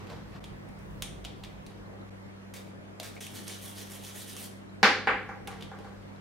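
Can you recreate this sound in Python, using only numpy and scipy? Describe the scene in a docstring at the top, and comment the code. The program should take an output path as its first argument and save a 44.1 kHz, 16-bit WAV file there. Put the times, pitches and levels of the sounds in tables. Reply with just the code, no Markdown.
"""A small switch clicks on a circuit board: impulses ring plastic modes and rattle.
It is squirted with cleaner and scrubbed with a toothbrush: coloured grain noise, as is handling on a mat.
Something hard drops and bounces to rest further off: filtered impacts ring its modes and a floor boom.
Throughout, ventilation noise with a fan hum and a low rumble; the level dips briefly three times."""
import sys
import numpy as np
from scipy import signal
from scipy.fft import rfft, irfft
from scipy.io import wavfile
from scipy.ndimage import uniform_filter1d

SR = 44100
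rng = np.random.default_rng(int(sys.argv[2]) if len(sys.argv) > 2 else 0)


def transcribe(u):
    """Save the signal u as a 16-bit wav file named by the first command-line argument.

    u: samples, shape (n,) or (channels, n), limited to [-1, 1]; the rate is SR.
    q: integer samples, one column per channel.
    """
    v = np.clip(np.atleast_2d(u).T, -1, 1)
    q = np.round(v * 32767).astype(np.int16)
    wavfile.write(sys.argv[1], SR, q)


N = 273728


def gain_of(db):
    """Amplitude gain of a level in dB."""
    return 10 ** (np.asarray(db) / 20)


def evened(x):
    """Scale to rms 1."""
    return x / np.sqrt(np.mean(x ** 2) + 1e-20)


def read(points, hz):
    """Interpolate a (frequency, value) table over log frequency."""
    f, value = np.transpose(points)
    return np.interp(np.log(hz + 1), np.log(f + 1), value)


def add(mix, start_s, sound):
    """Add a sound into the mix, cut at the end."""
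    part = mix[..., round(start_s * SR):][..., :sound.shape[-1]]
    part += sound[..., :part.shape[-1]]


def coloured(x, points):
    """Causal minimum-phase filter with the given spectrum."""
    hz = abs(np.fft.fftfreq(4096, 1 / SR))
    log_gain = np.log(gain_of(np.maximum(read(points, hz), -100)))
    taps = np.fft.ifft(np.exp(np.conj(signal.hilbert(log_gain)))).real[:2048]
    return signal.oaconvolve(x, taps)[:len(x)]


def ring(x, hz, width_hz):
    """One mode of gain 1 at its centre, driven by x."""
    return signal.lfilter(*signal.iirpeak(hz, hz / width_hz, SR), x)


def wander(rate_hz):
    """Slow random drift of rms 1: sines up to rate_hz, slower ones stronger."""
    t = np.arange(N) / SR
    rates_hz = rate_hz * np.geomspace(.05, 1, 12)
    return evened(sum(np.sin(2 * np.pi * (f * t + rng.random())) / np.sqrt(f) for f in rates_hz))


def grains(per_s, spread_db):
    """A dense random train of ticks of uneven size."""
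    size = gain_of(spread_db * np.minimum(rng.exponential(1, N), 4)) * rng.standard_normal(N)
    return size * (rng.random(N) < per_s / SR)


def patchy(x, patch_db):
    """Random patches of louder and softer colour over time and pitch."""
    z = signal.stft(x, nperseg=256)[2]
    patches = rng.standard_normal(z.shape[::-1]).T
    patches = uniform_filter1d(uniform_filter1d(patches, 5, axis=0), 9, axis=1)
    return signal.istft(z * gain_of(patch_db * evened(patches)), nperseg=256)[1][:N]


def peaked(peak_s, db, swell_db_per_s, fade_db_per_s):
    """A level that swells to its peak at peak_s and fades, both linear in dB."""
    t = np.arange(N) / SR - peak_s
    return gain_of(db + np.minimum(swell_db_per_s * t, -fade_db_per_s * t))


def panned(x, left_over_right_db):
    """Mono to stereo by level difference."""
    return x * gain_of([[left_over_right_db / 2], [-left_over_right_db / 2]])


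# room tone spectrum: (frequency [Hz], relative level [dB])
AIR_SPECTRUM = [(20, -22), (38, -23), (70, -31), (130, -11), (200, -9.5), (330, -11.5), (550, -14.5),
                (900, -20), (1400, -23.5), (2100, -26), (2600, -31.5), (5000, -39), (13500, -52),
                (14800, -72)]
# left-right correlation of the room tone: (frequency [Hz], correlation [-1..1])
AIR_CORRELATION = [(60, -0.63), (240, -0.038), (950, -0.22), (3770, -0.53), (15000, -0.15)]
# fan hum lines: (frequency [Hz], mean level [dB rms], rms waver [share of frequency])
HUM_LINES = [(99.4, -53, 0.0026), (196.3, -53, 0.0071)]
AIR_DB, AIR_START_DB, AIR_SETTLE_S = -48, 3.5, 0.24  # starts louder by AIR_START_DB and settles


def room_tone():
    """Ventilation noise in drifting patches, with wavering hum lines."""
    frames, hz = N // 256 + 5, np.fft.rfftfreq(1024, 1 / SR)
    a, b, c, d, patches = rng.standard_normal((frames, 513, 5)).T
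    patches = evened(uniform_filter1d(uniform_filter1d(patches, 10, axis=0), 12, axis=1))
    same = np.clip(read(AIR_CORRELATION, hz), -1, 1)[:, None]
    left = a + 1j * b
    right = same * left + np.sqrt(1 - same ** 2) * (c + 1j * d)
    level_db = read(AIR_SPECTRUM, hz)[:, None] + 1.67 * np.clip(patches, -2, 2)
    z = np.array([left, right]) * gain_of(level_db)
    air = evened(signal.istft(z, nperseg=1024, noverlap=768)[1][:, :N])
    out = air * gain_of(AIR_DB + AIR_START_DB * np.exp(-np.arange(N) / SR / AIR_SETTLE_S))
    for f, db, waver in HUM_LINES:
        turns = np.cumsum(f * (1 + waver * wander(6))) / SR
        out += np.sqrt(2) * gain_of(db + 1.1 * wander(12)) * np.sin(2 * np.pi * turns)
    return out


# rumble level before its random swell: (time [s], level [dB])
RUMBLE_LEVEL = [(0.0, -54.5), (0.3, -59), (1.16, -55.5), (1.9, -54), (2.55, -62.5), (4.7, -62.5),
                (5.08, -58), (6.2, -56)]
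# rumble spectrum: (frequency [Hz], relative level [dB])
RUMBLE_SPECTRUM = [(15, -29), (35, 0), (60, 9), (75, -16), (160, 3.5), (300, -46)]
RUMBLE_SWELL_DB = 4.5  # rms


def rumble():
    """Low noise that swells slowly, nearly alike in both channels."""
    spectrum = gain_of(read(RUMBLE_SPECTRUM, np.fft.rfftfreq(N, 1 / SR)))
    mid, side = irfft(rfft(rng.standard_normal((N, 2)).T) * spectrum, N)
    level_db = np.interp(np.arange(N) / SR, *np.transpose(RUMBLE_LEVEL)) + RUMBLE_SWELL_DB * wander(3.16)
    return gain_of(level_db) * evened(np.array([mid + 0.14 * side, mid - 0.66 * side]))


# fingers and case shifting on the mat:
# (peak time [s], envelope peak [dB], swell [dB/s], fade [dB/s])
HAND_SLIPS = [(0.001, -51, 200, 150), (0.104, -45, 600, 170), (0.36, -51, 150, 400), (0.692, -60, 240, 897),
              (0.77, -61, 300, 100), (1.705, -55.5, 900, 130), (2.092, -55, 900, 2000),
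              (5.515, -46.5, 900, 132), (5.623, -48, 600, 1400), (5.79, -56.5, 800, 59),
              (6.168, -64, 32, 400)]
# slip spectrum: (frequency [Hz], relative level [dB])
RUSTLE_SPECTRUM = [(180, -40), (300, -11), (405, -17), (455, 11), (555, -7.5), (787, 2.5), (5080, -15.5),
                   (9090, -30), (13800, -29), (16000, -54)]
# case bumping the soft mat: (peak time [s], envelope peak [dB])
MAT_THUDS = [(0.005, -43), (0.112, -43), (0.37, -48.5), (0.478, -46)]
THUD_SWELL_DB_PER_S, THUD_FADE_DB_PER_S = 350, 302


def hands():
    """Skin and plastic drag on silicone in sparse slips; the case thuds dully on the mat."""
    bumps = sum(peaked(s, db, THUD_SWELL_DB_PER_S, THUD_FADE_DB_PER_S) for s, db in MAT_THUDS)
    thuds = bumps * evened(ring(ring(rng.standard_normal(N), 122, 48), 140, 48))
    slips = sum(peaked(*row) for row in HAND_SLIPS)
    return slips * evened(coloured(grains(4000, 1.7), RUSTLE_SPECTRUM)) + thuds


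# slide switch and plastic case snapping: (time [s], nominal peak [dB], main ring [Hz],
# treble mode offset [dB], knock [Hz], knock relative to main ring [dB])
SWITCH_CLICKS = [(0.0702, -43, 2250, -25, 452, -2), (0.1005, -31.5, 3400, -39, 570, 37),
                 (0.4409, -34, 3190, -18, 900, -1), (0.6873, -52, 2380, -1, 576, -5),
                 (0.7894, -51, 2260, -4, 452, 5), (1.0223, -20.5, 3360, -8, 790, -9),
                 (1.2435, -39, 3500, -30, 790, -14.5), (1.2495, -27, 3200, -44, 780, -1),
                 (1.4366, -32.5, 3330, -34, 890, -24), (1.4476, -37.5, 2280, -30, 564, -16),
                 (1.6648, -39, 3900, -12, 495, -10), (2.5385, -36.5, 2260, -1, 759, -19),
                 (2.6697, -51, 2440, -16, 452, -12), (2.9993, -24.5, 3600, -15, 664, 7),
                 (3.031, -36, 2830, -4, 635, -14), (3.2098, -35, 3230, -3, 665, -11),
                 (3.2667, -31, 3060, -10, 641, -13), (3.4796, -27.5, 3150, 6, 587, -20),
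                 (3.497, -33, 2200, -10, 600, -17), (4.0478, -34, 3120, 4, 633, -14),
                 (4.366, -30.5, 3370, -3, 506, -15), (5.474, -27, 2160, -13, 810, -1),
                 (5.6095, -37, 3230, -30, 810, -14), (5.6237, -31.5, 3230, -24, 821, -14),
                 (5.788, -37.5, 2820, -26, 436, 12)]
# case modes: (frequency [Hz], width [Hz], level relative to main ring [dB], before treble offset)
CASE_MODES = [(1190, 400, -9), (2540, 1500, 3.5), (4260, 1200, -47), (5930, 2000, 9.5), (8600, 740, 6.5),
              (12500, 3500, -24)]
# short faint pips: (time [s], envelope peak [dB], frequency [Hz])
FAINT_PIPS = [(1.857, -62, 4090), (1.934, -66, 4200), (2.013, -63.5, 4000), (3.165, -45.5, 2250),
              (3.174, -46.5, 2430), (4.693, -62, 4000), (6.024, -62, 3190), (6.16, -62.5, 4130)]
RATTLE_MS, PIP_RISE_MS = 3.7, 2.1
CLICK_PAN_DB, CLICK_ECHO_DB = -1.8, -0.6


def clicks():
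    """Each snap is a tick ringing the plastic, then a quick rattle; returns close sound and room send."""
    close, sent, t = np.zeros((2, N)), np.zeros(N), np.arange(1500) / SR
    tick = 1. * (t == 0)
    for s, db, hz, treble_db, knock_hz, knock_db in SWITCH_CLICKS:
        main = evened(ring(ring(tick, hz, 730), hz, 2500))
        body = main + gain_of(knock_db) * evened(ring(tick, knock_hz, 120))
        for f, width_hz, mode_db in CASE_MODES:
            offset_db = treble_db if f > 5000 else 0
            body = body + gain_of(mode_db + offset_db) * evened(ring(tick, f, width_hz))
        hits = rng.standard_normal(len(t)) * (rng.random(len(t)) < .15)
        rattle = hits * np.exp(-t * 1000 / RATTLE_MS)
        snap = np.convolve(body, tick + 0.57 * rattle)[:len(t)]
        scale = 3.93 * gain_of(db) / np.linalg.norm(snap)  # level by energy: the peak is left to chance
        add(close, s, panned(scale * snap, CLICK_PAN_DB))
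        echo_gain = gain_of(CLICK_ECHO_DB) * scale * np.linalg.norm(snap) / np.linalg.norm(body)
        add(sent, s, echo_gain * body)
    rise = t * 1000 / PIP_RISE_MS
    for s, db, hz in FAINT_PIPS:
        noise = evened(ring(rng.standard_normal(len(t)), hz, 350))
        rough = evened(np.sin(2 * np.pi * hz * t) + 0.48 * noise)
        pip = gain_of(db) * rise * np.exp(1 - rise) * rough
        add(close, s, pip)
        add(sent, s, .4 * pip)
    return close, sent


# reverberation: (frequency [Hz], t60 [s])
ROOM_T60 = [(200, 0.98), (530, 0.4), (1400, 0.43), (3700, 0.47), (9700, 0.38), (15000, 0.15)]
# part of the echo common to both channels: (frequency [Hz], correlation [0..1])
ECHO_CORRELATION = [(200, 0.89), (700, 0.99), (2000, 0.55), (5000, 0.17), (12000, 0.1)]


def room(x, gap_s, early_db, early_s):
    """Sparse echoes of random sign, early ones offset by early_db; each band dies at its own speed."""
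    taps, start = np.zeros((2, SR)), int(gap_s * SR)
    slots = np.arange(start, SR - 10, 10)  # one tap in every 10 samples
    at = slots + rng.integers(0, 10, (2, len(slots)))
    early_gain = gain_of(early_db * np.exp(-slots / SR / early_s))
    np.put_along_axis(taps, at, rng.choice([-1., 1.], at.shape) * early_gain, 1)
    hz, t, z = signal.stft(taps, SR, nperseg=256)
    same = np.clip(read(ECHO_CORRELATION, hz), 0, 1)[:, None]
    z = np.array([z[0], same * z[0] + np.sqrt(1 - same ** 2) * z[1]])
    decay = gain_of(-60 * t / read(ROOM_T60, hz)[:, None])
    tail = signal.istft(z * decay, SR, nperseg=256)[1]
    return signal.fftconvolve(x[None], tail / np.linalg.norm(tail[0]), axes=1)[:, :N]


# squirts from the bottle: (start [s], held level [dB])
BOTTLE_SQUIRTS = [(2.536, -46.5), (3.027, -43)]
# short after-hiss: (peak time [s], envelope peak [dB])
AFTER_DRIBBLES = [(2.675, -66), (3.16, -57)]
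# nozzle hiss spectrum: (frequency [Hz], relative level [dB])
JET_SPECTRUM = [(590, -29), (1000, -3), (2230, 1.5), (2980, -3), (3710, 0), (7530, -5), (9600, -5),
                (16000, -10)]
SQUIRT_RISE_S, SQUIRT_HOLD_S, SQUIRT_FALL_DB_PER_S = 0.0046, 0.028, 270  # hold includes the rise


def squirts():
    """Turbulent liquid hiss from the nozzle: a quick start, a short hold, a fade and a last dribble."""
    t = np.arange(N) / SR
    level = sum(peaked(s, db, 600, 450) for s, db in AFTER_DRIBBLES)
    for s, db in BOTTLE_SQUIRTS:
        fade_db = SQUIRT_FALL_DB_PER_S * np.maximum(t - s - SQUIRT_HOLD_S, 0)
        level = level + np.clip((t - s) / SQUIRT_RISE_S, 0, 1) * gain_of(db - fade_db)
    return level * evened(coloured(grains(14000, 1.9), JET_SPECTRUM))


# bristle strokes: (start [s], length [s], starting level [dB], treble offset [dB])
BRUSH_STROKES = [(3.195, 0.068, -41, -3), (3.333, 0.076, -44.5, 0), (3.461, 0.097, -45.5, -6),
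                 (3.609, 0.1, -48, 5.5), (3.752, 0.081, -47, 1.5), (3.89, 0.081, -49.5, 5),
                 (4.024, 0.081, -50, 1), (4.138, 0.095, -47.5, 4), (4.257, 0.078, -48.5, 2),
                 (4.358, 0.11, -50, 6.5)]
# bristle spectrum: (frequency [Hz], relative level [dB])
BRISTLE_SPECTRUM = [(820, -26), (1400, -7.5), (1600, -9), (1730, -5), (2580, -5.5), (3130, 0), (4810, -7),
                    (6260, -4.5), (7530, -9), (8770, -5), (11300, -7.5), (14900, -12.5), (16000, -17)]
STROKE_RISE_S, STROKE_FALL_S = .022, 0.033
FIRST_CHANGE_DB, LAST_CHANGE_DB = -6.5, 2  # early strokes fade as they go, late ones press harder
# bristles keep touching between strokes, then lift
DRAG_FROM_S, DRAG_TO_S, DRAG_DB, LIFT_DB_PER_S = 3.2, 4.447, -54, 130


def brush():
    """Thousands of bristle tips flick over the parts in clumps; each stroke starts fast, holds, then slows."""
    t = np.arange(N) / SR
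    clumps = gain_of(1.0 * evened(uniform_filter1d(rng.standard_normal(N), 250)))
    flicks = coloured(clumps * grains(6000, 0.96), BRISTLE_SPECTRUM)
    tips = evened(patchy(flicks, 2.0))  # bristles meet other parts as they move
    treble = signal.sosfilt(signal.butter(2, 7000, "high", fs=SR, output="sos"), tips)
    lift_db = LIFT_DB_PER_S * np.maximum(t - DRAG_TO_S, 0)
    body = top = (t > DRAG_FROM_S) * gain_of(DRAG_DB - lift_db)
    changes_db = np.linspace(FIRST_CHANGE_DB, LAST_CHANGE_DB, len(BRUSH_STROKES))
    for (s, length_s, db, treble_db), change_db in zip(BRUSH_STROKES, changes_db):
        start = np.clip((t - s) / STROKE_RISE_S, 0, 1)
        stop = np.clip((s + length_s - t) / STROKE_FALL_S + .5, 0, 1)
        level = start * stop * gain_of(db + change_db * np.clip((t - s) / length_s, 0, 1))
        body = body + level
        top = top + level * gain_of(treble_db)
    return body * (tips - treble) + top * treble


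# bounces of the dropped object: (time [s], relative blow level [dB], hardness as cut-off [Hz],
# mode offset [dB], relative crack level [dB])
DROP_BOUNCES = [(4.8299, -5, 6250, -6.5, -14.5), (5.0723, -12, 2670, -4.5, -34.5),
                (5.291, -30, 1970, 3, -48), (5.480, -34, 1850, 29, -56), (5.716, -35.5, 1650, 5, -50),
                (5.846, -38.5, 1650, 6, -48)]
# modes of the dropped object: (frequency [Hz], level before mode offset [dB], width [Hz])
OBJECT_MODES = [(203, 5.5, 18), (433, 11.5, 13), (507, 15.5, 27), (800, 14.5, 50), (1000, 1, 38),
                (1134, 7, 41), (1375, -6, 95), (1635, -3, 34), (1986, -5, 75), (2080, -4, 100),
                (2300, 0, 98), (4670, 7, 820)]
# blow spectrum: (frequency [Hz], relative level [dB])
CLACK_SPECTRUM = [(59, -66), (100, -34), (208, -18), (620, -13), (797, -12.5), (1660, -4), (4840, -19.5),
                  (15000, -46.5)]


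def bounces():
    """Each blow is a broad clack ringing the object's modes, plus a crack; softer landings lose treble."""
    blows, rings, cracks, t = np.zeros(N), np.zeros(N), np.zeros(N), np.arange(SR // 4) / SR
    tick = 1. * (t == 0)
    for s, db, cutoff_hz, ring_db, crack_db in DROP_BOUNCES:
        softening = signal.butter(4, cutoff_hz, fs=SR, output="sos")
        clack = signal.sosfilt(softening, coloured(tick, CLACK_SPECTRUM))
        modes = sum(gain_of(g + ring_db) * ring(clack, f, width_hz) for f, g, width_hz in OBJECT_MODES)
        scale = gain_of(db) / 20 / np.std(clack + modes)
        add(blows, s, scale * clack)
        add(rings, s, scale * modes)
        burst = (4 * tick + .5 * rng.standard_normal(len(t))) * np.exp(-t / 0.0025)
        add(cracks, s, gain_of(crack_db) * ring(ring(burst, 4700, 4600), 4800, 5400))
    return blows, rings, cracks


# floor boom under the first landing: (level [dB], frequency [Hz], t60 [s])
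FLOOR_BOOM = (-23, 208, 0.17)


def thump():
    """A low floor mode that swells within a few cycles and dies."""
    db, hz, t60_s = FLOOR_BOOM
    t = np.maximum(np.arange(N) / SR - DROP_BOUNCES[0][0], 0)
    return gain_of(db - 60 * t / t60_s) * (1 - np.exp(-t / 0.0052)) * np.sin(2 * np.pi * hz * t)


def scene():
    """Close bench sounds and the distant drop, each with its own echo, over room tone and rumble."""
    (snaps, sent), (blows, rings, cracks) = clicks(), bounces()
    rubbed = panned(brush(), -2.1) + panned(squirts(), -0.8) + panned(hands(), -0.94)
    bench = sent + gain_of(-5) * rubbed.mean(0)
    near = snaps + gain_of(-3.0) * rubbed + room(bench, .002, 2.7, 0.01)
    direct = cracks + gain_of(-10) * blows + gain_of(3.0) * rings + thump()
    drop_send = gain_of(7) * (blows + rings) + gain_of(6) * cracks
    far = room(drop_send, 0.00066, -2, 0.0072)
    return near + panned(direct, -.4) + far + room_tone() + rumble()


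# brief level dips: centre time [s]
LEVEL_DIPS = [0.400, 2.102, 3.202]
DIP_HALF_S, DIP_MIN_GAIN = .0055, .1
EDGE_HZ = 15850


def record(dry):
    """Brief dips in level, then a low-pass band limit."""
    t, fade = np.arange(N) / SR, np.ones(N)
    for s in LEVEL_DIPS:
        fade *= np.clip(abs(t - s) / DIP_HALF_S, DIP_MIN_GAIN, 1)
    low_pass = signal.firwin(511, EDGE_HZ, window=("kaiser", 9), fs=SR)
    return signal.oaconvolve(dry * fade, low_pass[None], "same")


dry = scene()
out = record(dry)
transcribe(out)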